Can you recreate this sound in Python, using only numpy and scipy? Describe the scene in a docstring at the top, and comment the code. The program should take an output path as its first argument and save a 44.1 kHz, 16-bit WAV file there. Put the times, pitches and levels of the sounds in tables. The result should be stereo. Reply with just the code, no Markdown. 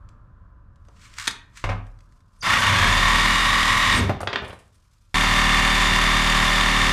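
"""A tape measure zips shut and is put down on a bench; a reciprocating saw then cuts a steel tube
held in a vise. Each stroke shakes the saw, rattles its drive and drags the teeth over the steel,
while the bevel gear whines. The blade breaks through, the saw dies away and the offcut clinks down.
The scene then jumps into the middle of a second cut. All of it sounds in a small workshop."""
import sys
import numpy as np
from scipy import signal
from scipy.fft import rfft, irfft, next_fast_len
from scipy.io import wavfile
from scipy.ndimage import uniform_filter1d

SR = 44100
rng = np.random.default_rng(int(sys.argv[2]) if len(sys.argv) > 2 else 0)


def transcribe(u):
    """Save the signal u as a 16-bit wav file named by the first command-line argument.

    u: samples, shape (n,) or (channels, n), limited to [-1, 1]; the rate is SR.
    q: integer samples, one column per channel.
    """
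    v = np.clip(np.atleast_2d(u).T, -1, 1)
    q = np.round(v * 32767).astype(np.int16)
    wavfile.write(sys.argv[1], SR, q)


N = 305277
T = np.arange(N) / SR
TRIGGER_S, THROUGH_S, JUMP_S = 2.422, 3.959, 5.143  # saw starts, blade breaks through, second cut
FIRST_CUT = T < JUMP_S


def undb(db):
    """Decibels to gain."""
    return np.exp(np.asarray(db) * (np.log(10) / 20))


def unit(x):
    """Scale to rms 1."""
    return x / np.sqrt(np.mean(x ** 2))


def decay(age, t60):
    """Gain that falls 60 dB every t60 seconds."""
    return np.exp(-np.log(1000) * age / t60)


def since(s):
    """Seconds gone by since a moment of the first cut; zero before it and in the second cut."""
    return np.maximum(T - s, 0) * FIRST_CUT


def swell(s, hold, db, rise, fall):
    """Gain that climbs 60 dB per `rise` seconds to its level at s, holds, and drops 60 dB per `fall`."""
    away = np.maximum(s - T, 0) / rise + np.maximum(T - s - hold, 0) / fall
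    return undb(db - 60 * np.minimum(away, 3))


def walk(rate):
    """Smooth random drift with about `rate` new values a second; spread near 1."""
    hold = max(int(SR / rate), 32)
    steps = np.repeat(rng.standard_normal(N // 32 + 1)[:N // hold + 1], hold)
    return np.sqrt(2) * uniform_filter1d(uniform_filter1d(steps, hold), hold)[:N]


def across(points, freq):
    """Read (Hz, value) points on a log-frequency axis."""
    hz, value = np.transpose(sorted(map(tuple, points)))
    return np.interp(np.log(np.maximum(freq, 1)), np.log(hz), value)


def body(colour, peaks=(), size=8192):
    """Impulse response of unit energy: a broad colour lifted by resonances."""
    freq = np.arange(size // 2 + 1) * SR / size
    lift_db = sum(lift / (1 + (2 * (freq - hz) / width) ** 2) for hz, width, lift in peaks)
    cepstrum = irfft(np.log(undb(across(colour, freq) + lift_db)))
    cepstrum[1:size // 2] *= 2  # minimum phase keeps attacks sharp
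    cepstrum[size // 2 + 1:] = 0
    response = irfft(np.exp(rfft(cepstrum)))
    return response / np.linalg.norm(response)


def ring(force, response):
    """Pass a force through an impulse response."""
    return signal.oaconvolve(force, response)[:N]


def burst(s, db, t60):
    """A blow: a flurry of tiny contacts that dies away."""
    age = np.arange(SR // 3) / SR
    force = undb(db) * rng.standard_normal(len(age)) * decay(age, t60)
    return np.pad(force, (int(s * SR), N))[:N]


def struck(force, colour, modes, ring_db):
    """A struck object: its broad clack and its ringing modes."""
    age = np.arange(SR // 2) / SR
    tones = sum(undb(db) * np.sin(2 * np.pi * hz * age) * decay(age, t60) for hz, db, t60 in modes)
    return ring(force, body(colour)) + undb(ring_db) * ring(force, tones / np.linalg.norm(tones))


def air(start_db=-49, fade_db_per_s=2.5):
    """Low rumble and a faint rush fill the workshop and slowly grow quieter."""
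    # room tone: freq_hz, gain_db
    colour = [(15, -35), (25, -5), (101, -4), (257, -24.5), (278, -28.5), (318, -24.5), (373, -35.5),
              (450, -28.5), (501, -35.5), (543, -30), (811, -37.5), (1030, -24.5), (1580, -31), (2020, -48),
              (15000, -73.5)]
    rush = ring(rng.standard_normal(N), body(colour))
    return rush * undb(start_db - fade_db_per_s * T + walk(5.9))


def tape_measure():
    """The steel tape scrapes into its case, chatters and snaps against the stop."""
    # the tape creeps in, runs home, then the case is pushed: start_s, hold_s, level_db, rise_s, fall_s
    slides = [(1.036, 0.03, -51, .3, 0.39), (1.19, .08, -39.5, 0.14, .1), (1.565, 0.022, -48, 0.1, 0.36)]
    # handling ticks, and the tape slapping the mouth of its case: start_s, level_db
    clicks = [(.089, -51.5), (.759, -60), (.851, -60.5), (.885, -54), (1.139, -40.5), (1.185, -24.5),
              (1.198, -26), (1.223, -30), (1.241, -32.5), (1.31, -26.5), (1.572, -36.5), (1.868, -55),
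              (1.989, -55), (2.006, -52), (2.123, -58), (2.205, -59.5)]
    # bright zip of the tape: freq_hz, gain_db
    slide_colour = [(400, -25.5), (800, -10.5), (1100, 7.5), (2000, 7.5), (3500, 3.5), (6000, 1),
                    (8000, -0.5), (11000, -15), (15000, -22.5)]
    # the hook hitting its stop: start_s, level_db, t60_s
    snaps = [(1.2722, -20, 0.022), (1.277, -11.5, 0.034)]
    # clack of the case: freq_hz, gain_db
    case_colour = [(59, -43.5), (100, -13), (134, -21), (310, -7), (703, -20), (962, -10.5), (1590, -4.5),
                   (1700, -5), (1880, 1.5), (2320, -10), (3680, -2.5), (5840, -13.5), (7670, -13.5),
                   (11900, -24.5), (15000, -48.5)]
    # ring of the case: pitch_hz, gain_db, t60_s
    case_modes = [(1206, -9, .35), (1850, -3.5, 0.57), (2067, -5, .29), (2616, -7, .1), (3940, -17, 0.054),
                  (6360, -12, .15), (7550, -3.5, 0.181)]
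    scrape = sum(swell(*row) for row in slides) * undb(2 * walk(150)) * rng.standard_normal(N)
    ticks = sum(burst(s, db, t60=0.023) for s, db in clicks)
    snap = struck(sum(burst(*row) for row in snaps), case_colour, case_modes, ring_db=-20.5)
    return ring(scrape + ticks, body(slide_colour)) + snap


def sleeve():
    """A sleeve brushes softly as the arm reaches across the bench."""
    # arm movements: start_s, hold_s, level_db
    reaches = [(0.876, 1.3, -77), (2.358, .1, -70.5), (4.6, 0.56, -72)]
    # swish of cloth: freq_hz, gain_db
    colour = [(800, -4.5), (2500, 0), (5000, 1.5), (8000, -2), (12000, -9), (15000, -22)]
    moving = sum(swell(*row, rise=0.4, fall=0.5) for row in reaches)
    return ring(moving * undb(2.5 * walk(170)) * rng.standard_normal(N), body(colour))


def vise():
    """The tube bumps against the jaws, faintly under the tape and hard once it is cut."""
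    # bumps: start_s, level_db, t60_s
    bumps = [(0.884, -52, .1), (4.094, -13.5, 0.086), (4.205, -23.5, 0.077), (4.231, -20, 0.037),
             (4.274, -28, 0.076), (4.335, -29, 0.15), (4.42, -31.5, 0.25), (4.495, -30, 0.043),
             (4.529, -34.5, 0.075)]
    # hollow thud: freq_hz, gain_db
    colour = [(30, -17), (70, 3.5), (100, 3), (160, -1), (260, -8), (400, -5), (560, -1.5), (900, -4.5),
              (2000, -17), (4000, -29.5), (10000, -47)]
    return ring(sum(burst(*row) for row in bumps), body(colour))


def bench(sway_hz=39, sway_db=-28, sway_t60=0.74):
    """Tools knock on the bench, softer contacts sounding duller; the first blow sets the top swaying."""
    # tape and saw meeting the bench: start_s, level_db, t60_s, lowpass_hz
    knocks = [(1.640, -20.5, 0.093, 5000), (1.691, -23, 0.15, 2600), (1.716, -31, 0.13, 1400)]
    # thump of the top: freq_hz, gain_db
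    colour = [(25, -12.5), (40, -23.5), (60, 9), (100, 8.5), (150, 2), (260, 2), (350, -3.5), (580, 3),
              (900, 3), (1300, 2.5), (2600, -2.5), (3200, -7), (8000, -19.5), (15000, -32)]
    # ring of the top: pitch_hz, gain_db, t60_s
    modes = [(103, -3, 0.4), (184, -12, 0.28), (263.4, -9.5, .25), (600, 0.5, 0.11), (766, -9, .12)]
    force = sum(signal.sosfilt(signal.butter(1, hz, fs=SR, output="sos"), burst(s, db, t60))
                for s, db, t60, hz in knocks)
    age = np.maximum(T - knocks[0][0], 0)
    sway = undb(sway_db) * np.sin(2 * np.pi * sway_hz * age) * decay(age, sway_t60)
    return struck(force, colour, modes, ring_db=-5.5) + sway


def squeak(waver=0.029):
    """The teeth squeal briefly as they slip into and out of the cut."""
    # gliding squeals: start_s, length_s, start_hz, end_hz, level_db
    squeaks = [(2.39, 0.024, 9100, 8680, -67), (2.411, .012, 6220, 4600, -44),
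               (2.418, 0.055, 4710, 5100, -38), (3.956, .04, 8500, 8240, -36.5)]
    squeals, wobble = 0, 1 + waver * walk(900)
    for s, length, start_hz, end_hz, db in squeaks:
        hz = wobble * np.interp(T, [s, s + length], [start_hz, end_hz])
        tone = np.sqrt(2) * np.sin(2 * np.pi * np.cumsum(hz) / SR)
        squeals = squeals + tone * swell(s, length, db, rise=0.017, fall=0.03)
    return squeals


def tooth_pressure(angle):
    """The teeth bear down on both half strokes, harder on the pull, and ease off in between."""
    stroke = 1 + 0.14 * np.cos(angle) + 0.14 * np.cos(2 * angle) + 0.12 * np.cos(3 * angle)
    return unit(stroke * undb(0.8 * walk(220)))


def rattle(strokes, size=1024):
    """The loose parts of the drive chatter in the same order on every stroke."""
    pattern = irfft(np.exp(2j * np.pi * rng.random(size // 2 + 1)))
    return unit(np.interp(strokes % 1 * size, np.arange(size + 1), np.append(pattern, pattern[0])))


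def rasp(force):
    """Teeth dragging over steel set housing, blade and tube ringing."""
    # broad grind of the cut: freq_hz, gain_db
    colour = [(150, -9), (450, -13), (700, -13), (950, 0), (1500, -3), (2300, -5), (3300, -7), (4300, -8.5),
              (6000, -18.5), (9000, -37)]
    # resonances of housing, blade and tube: centre_hz, width_hz, lift_db
    peaks = [(1111, 157, 10), (1856, 305, 9), (2220, 200, 7.5), (2445, 37, 4), (2843, 97, 5),
             (3080, 100, 5), (3460, 120, 8), (3640, 127, 8.5)]
    return unit(ring(force, body(colour, peaks)))


def hiss(pressure, chatter, graze_s=0.022, fade_db_per_s=205.5):
    """The bright edge of the cut; the teeth graze the steel a moment longer after breaking through."""
    # sizzle of the teeth: freq_hz, gain_db
    colour = [(2500, 2), (4700, 3), (6000, 3), (7200, 1.5), (7800, -2), (8400, 0.5), (9400, -5),
              (11000, -4), (13000, -12), (15500, -58.5)]
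    sizzle = unit(ring(pressure * (rng.standard_normal(N) + 0.5 * chatter), body(colour)))
    return sizzle * undb(-31.5 - fade_db_per_s * since(THROUGH_S + graze_s))


def motor(angle):
    """Motor and fan give thin wavering whistles locked to the shaft."""
    # whistles: cycles_per_stroke, gain_db (against the rasp)
    whistles = [(72, -18.5), (92, -16), (121, -22.5), (182, -27), (212, -30), (254, -37)]
    return np.sqrt(2) * sum(undb(db + 2.5 * walk(50)) * np.sin(k * angle + k / 50 * walk(140))
                            for k, db in whistles)


def gear(angle, teeth=47, octave_db=-10):
    """The bevel gear's mesh tone; the crank loads and slows it once a stroke, making sidebands."""
    mesh = teeth * angle + 1.35 * np.sin(angle) + 0.15 * walk(60)
    throb = (1 + 0.7 * np.cos(angle + 1.1)) * undb(1.2 * walk(25))
    return unit(throb * (np.sin(mesh) + undb(octave_db) * np.sin(2 * mesh)))


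def housing(angle, cycles_per_stroke=29):
    """The return stroke sets the gear housing buzzing, in turn with the gear's whine."""
    buzz = np.sin(cycles_per_stroke * angle + 0.93 * np.sin(angle) + 1.08 * walk(70))
    throb = 1 - 0.603 * np.cos(angle + 1.9)
    return unit(throb * buzz) * undb(1.2 * walk(40))


def tube(force, biting, load, slow_hz):
    """The tube's free end trembles under load and judders as the saw speeds up and breaks through."""
    # judders: start_s, hold_s, level_db, rise_s, fall_s
    judders = [(2.778, 0.098, -30.5, 1.8, 0.73), (3.995, .03, -22.5, 0.38, 0.42)]
    # low drone of the tube: freq_hz, gain_db
    colour = [(25, -17.5), (70, -3), (140, -5), (300, -12.5), (700, -15), (1200, -50), (3000, -99)]
    # bending resonances of the clamped tube: centre_hz, width_hz, lift_db
    peaks = [(94, 60, 14), (190.4, 46, 5), (244.5, 21.6, 13), (385, 140, 10), (544, 92, 7)]
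    tremble = load * undb(-35.5 - 1.2 * slow_hz)
    judder = biting * sum(swell(*row) for row in judders)
    return (tremble + judder) * ring(unit(force), body(colour, peaks))


def crank(angle, slow_hz, sunk_s=3.12, steadying_db_per_s=12):
    """The crank shakes the saw at the stroke rate and knocks in overtones, both weaker at low speed."""
    # partials of the knock: cycles_per_stroke, gain_db
    overtones = [(2, 0.5), (3, -7.5), (4, -1), (5, 1), (6, -8.5), (7, -1.5), (8, -13.5), (9, -8),
                 (10, -4.5), (14, -19), (16, -20), (19, -14.5), (20, -6), (21, -8.5)]
    knock = unit(sum(undb(db + walk(5.4)) * np.sin(k * angle + 2 * np.pi * rng.random())
                     for k, db in overtones))
    knock *= undb(np.where(FIRST_CUT, -34.5, -29.5) - 1.5 * slow_hz)
    shake = np.sqrt(2) * np.sin(angle) * undb(-25.5 - 6 * slow_hz)
    steadied = undb(-steadying_db_per_s * since(sunk_s))  # the kerf grips the blade as it sinks in
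    return steadied * (shake + knock)


def saw(second_cut_hz=38.55, bite_s=0.037, catch_s=0.01):
    """One crank drives every part of the saw; returns the cutting noise and the drive's whine and hum."""
    # the trigger is eased in, then squeezed fully, in the first cut: time_s, stroke_hz
    speed = [(2.42, 26.7), (2.784, 33.4), (2.89, 37.2), (3.0, 39.0), (3.3, 40.15), (3.86, 40.8),
             (4.0, 39.8)]
    # the teeth catch or skip for an instant: time_s, change_db
    catches = [(2.578, -0.5), (2.605, -9), (3.93, 2)]
    stroke_hz = np.where(FIRST_CUT, np.interp(T, *np.transpose(speed)), second_cut_hz + 0.08 * walk(3))
    slow_hz = np.maximum(36 - stroke_hz, 0)
    labour = np.clip((38 - stroke_hz) / 6, 0, 1)  # below full speed the motor labours and wavers
    strokes = np.cumsum(stroke_hz * (1 + 0.06 * labour * walk(45))) / SR + 0.0014 * walk(45)
    angle = 2 * np.pi * strokes
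    # the load builds as the teeth bite; once they are through, the saw dies away, its whine fastest
    biting = np.where(FIRST_CUT, 1 - np.exp(-since(TRIGGER_S) / bite_s), 1)
    load = biting * undb(-129 * since(THROUGH_S))
    driven = undb(-294 * since(THROUGH_S))
    catch_db = sum(db * np.exp(-((T - s) / catch_s) ** 2) for s, db in catches)

    pressure = tooth_pressure(angle)
    chatter = rattle(strokes)
    grit = rng.standard_normal(N)
    grind = rasp(pressure * (chatter + grit))
    sizzle = np.sqrt(biting) * hiss(pressure, chatter)
    cutting = load * undb(-19.5 + catch_db) * (grind + driven * motor(angle))
    whine_gain = biting * driven * undb(np.where(FIRST_CUT, -27.5, -31.5) - 2.5 * labour)
    whine = whine_gain * (gear(angle) + undb(-6.5) * housing(angle))
    judder = tube(0.5 * chatter + grit, biting, load, slow_hz)
    hum = load * crank(angle, slow_hz)
    return cutting + sizzle + judder + squeak(), whine + hum


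def offcut(settle_s=4.63, settle_length_s=0.16, settle_count=4):
    """The cut-off piece brushes the blade, drops and bounces; loose steel settles in faint ticks."""
    # the piece landing and bouncing: start_s, level_db, t60_s
    bounces = [(4.273, -15, 0.031), (4.33, -18, 0.038), (4.358, -14, 0.027), (4.384, -43, 0.091),
               (4.446, -35.5, .05), (4.505, -39, 0.036)]
    # clank of the piece: freq_hz, gain_db
    colour = [(120, -48), (200, -3), (292, -9), (326, -17), (397, 0), (435, -8), (476, -5), (721, -15.5),
              (1150, 0.5), (1380, -1.5), (1810, -1.5), (2800, -5.5), (3230, -3), (5550, -20), (15000, -68)]
    # ring of the piece: pitch_hz, gain_db, t60_s
    modes = [(900, 6, 0.39), (1060, 9.5, 0.36), (1350, 6, 0.26), (1900, -5, .15), (2220, -7, .16),
             (2444, -11, .4), (2697, -11, .27), (3176, -21, .4), (3989, 0, 0.24), (4215, -14, 0.288),
             (4619, -14, .15)]
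    # light touches on the blade and loose steel: start_s, level_db, t60_s
    touches = [(4.205, -40.5, 0.042), (4.215, -35, 0.024), (4.245, -55, 0.018), (4.445, -53, 0.12),
               (4.479, -51.5, 0.16), (4.528, -55.5, 0.15), (4.59, -54, 0.079)]
    # thin tick of the blade: freq_hz, gain_db
    blade_colour = [(1000, -5), (3000, -1.5), (7000, -4.5), (9000, -1), (11000, -6), (15000, -30)]
    # ring of the blade: pitch_hz, gain_db, t60_s
    blade_modes = [(8900, 6, .25), (9100, -3, .3), (9750, -3, .25), (11300, -12, 0.23)]
    clinks = struck(sum(burst(*row) for row in bounces), colour, modes, ring_db=-14.5)
    slots = (np.arange(settle_count) + rng.random(settle_count)) / settle_count
    tinkles = sum(burst(*row) for row in touches)
    settling = sum(burst(s, db=-64, t60=0.032) for s in settle_s + settle_length_s * slots)
    return clinks + struck(tinkles + settling, blade_colour, blade_modes, ring_db=-18)


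def room(send, build_s=0.0026, width=1.29):
    """The workshop's diffuse tail, different at each ear and shorter in the treble."""
    # reverb time: freq_hz, t60_s
    t60s = [(100, 0.5), (500, 0.5), (2000, 0.42), (5000, 0.28), (10000, 0.24), (16000, 0.2)]
    freq, age, cells = signal.stft(rng.standard_normal((2, SR * 3 // 4)), SR, nperseg=256)
    tails = signal.istft(cells * decay(age, across(t60s, freq)[:, None]), SR)[1]
    tails *= 1 - np.exp(-np.arange(tails.shape[1]) / SR / build_s)
    mid, side = (ring(send, tail / np.linalg.norm(tail)) for tail in tails)
    # long waves reach both sides alike
    side = signal.sosfilt(signal.butter(1, 2500, "high", fs=SR, output="sos"), side)
    return mid + width * np.array([side, -side])


def scene():
    """Every source is heard directly; all but the saw's drive also feed the workshop's tail."""
    cutting, drive = saw()
    # sound, send_db
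    sources = [(cutting, -11), (tape_measure(), -10), (bench(), -7), (vise(), -10),
               (offcut(), -5), (sleeve(), -8), (air(), -8)]
    direct = drive + sum(sound for sound, _ in sources)
    return direct + room(sum(undb(db) * sound for sound, db in sources))


def record(dry, top_hz=15200):
    """Two close microphone ports hear slightly different phase and level; the top is cut."""
    # level between the ports: freq_hz, left_minus_right_db
    balance = [(60, 0.5), (110, 1.5), (200, 0.5), (380, 1.5), (700, -0.5), (1290, 0), (2380, 2), (4400, -1),
               (8120, 0), (15000, 1)]
    # phase between the ports: freq_hz, left_lead_rad
    phase = [(30, 0), (250, 0), (780, 0.39), (1290, 0.097), (1550, 0.28), (2580, -0.9), (3190, -0.66),
             (3790, -1.1), (5860, 0.37), (6980, -0.24), (8100, 0.12), (8790, -0.1), (12100, 0.2),
             (12900, 0.1), (15200, -0.0)]
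    size = next_fast_len(N + SR, real=True) // 2 * 2
    freq = np.arange(size // 2 + 1) * SR / size
    left = undb(across(balance, freq) / 2) * np.exp(0.5j * across(phase, freq))
    ports = irfft(rfft(dry, size) * np.array([left, 1 / left]), size)[:, :N]
    return signal.sosfilt(signal.ellip(8, 0.2, 70, top_hz, fs=SR, output="sos"), ports)


dry = scene()
out = record(dry)
transcribe(out)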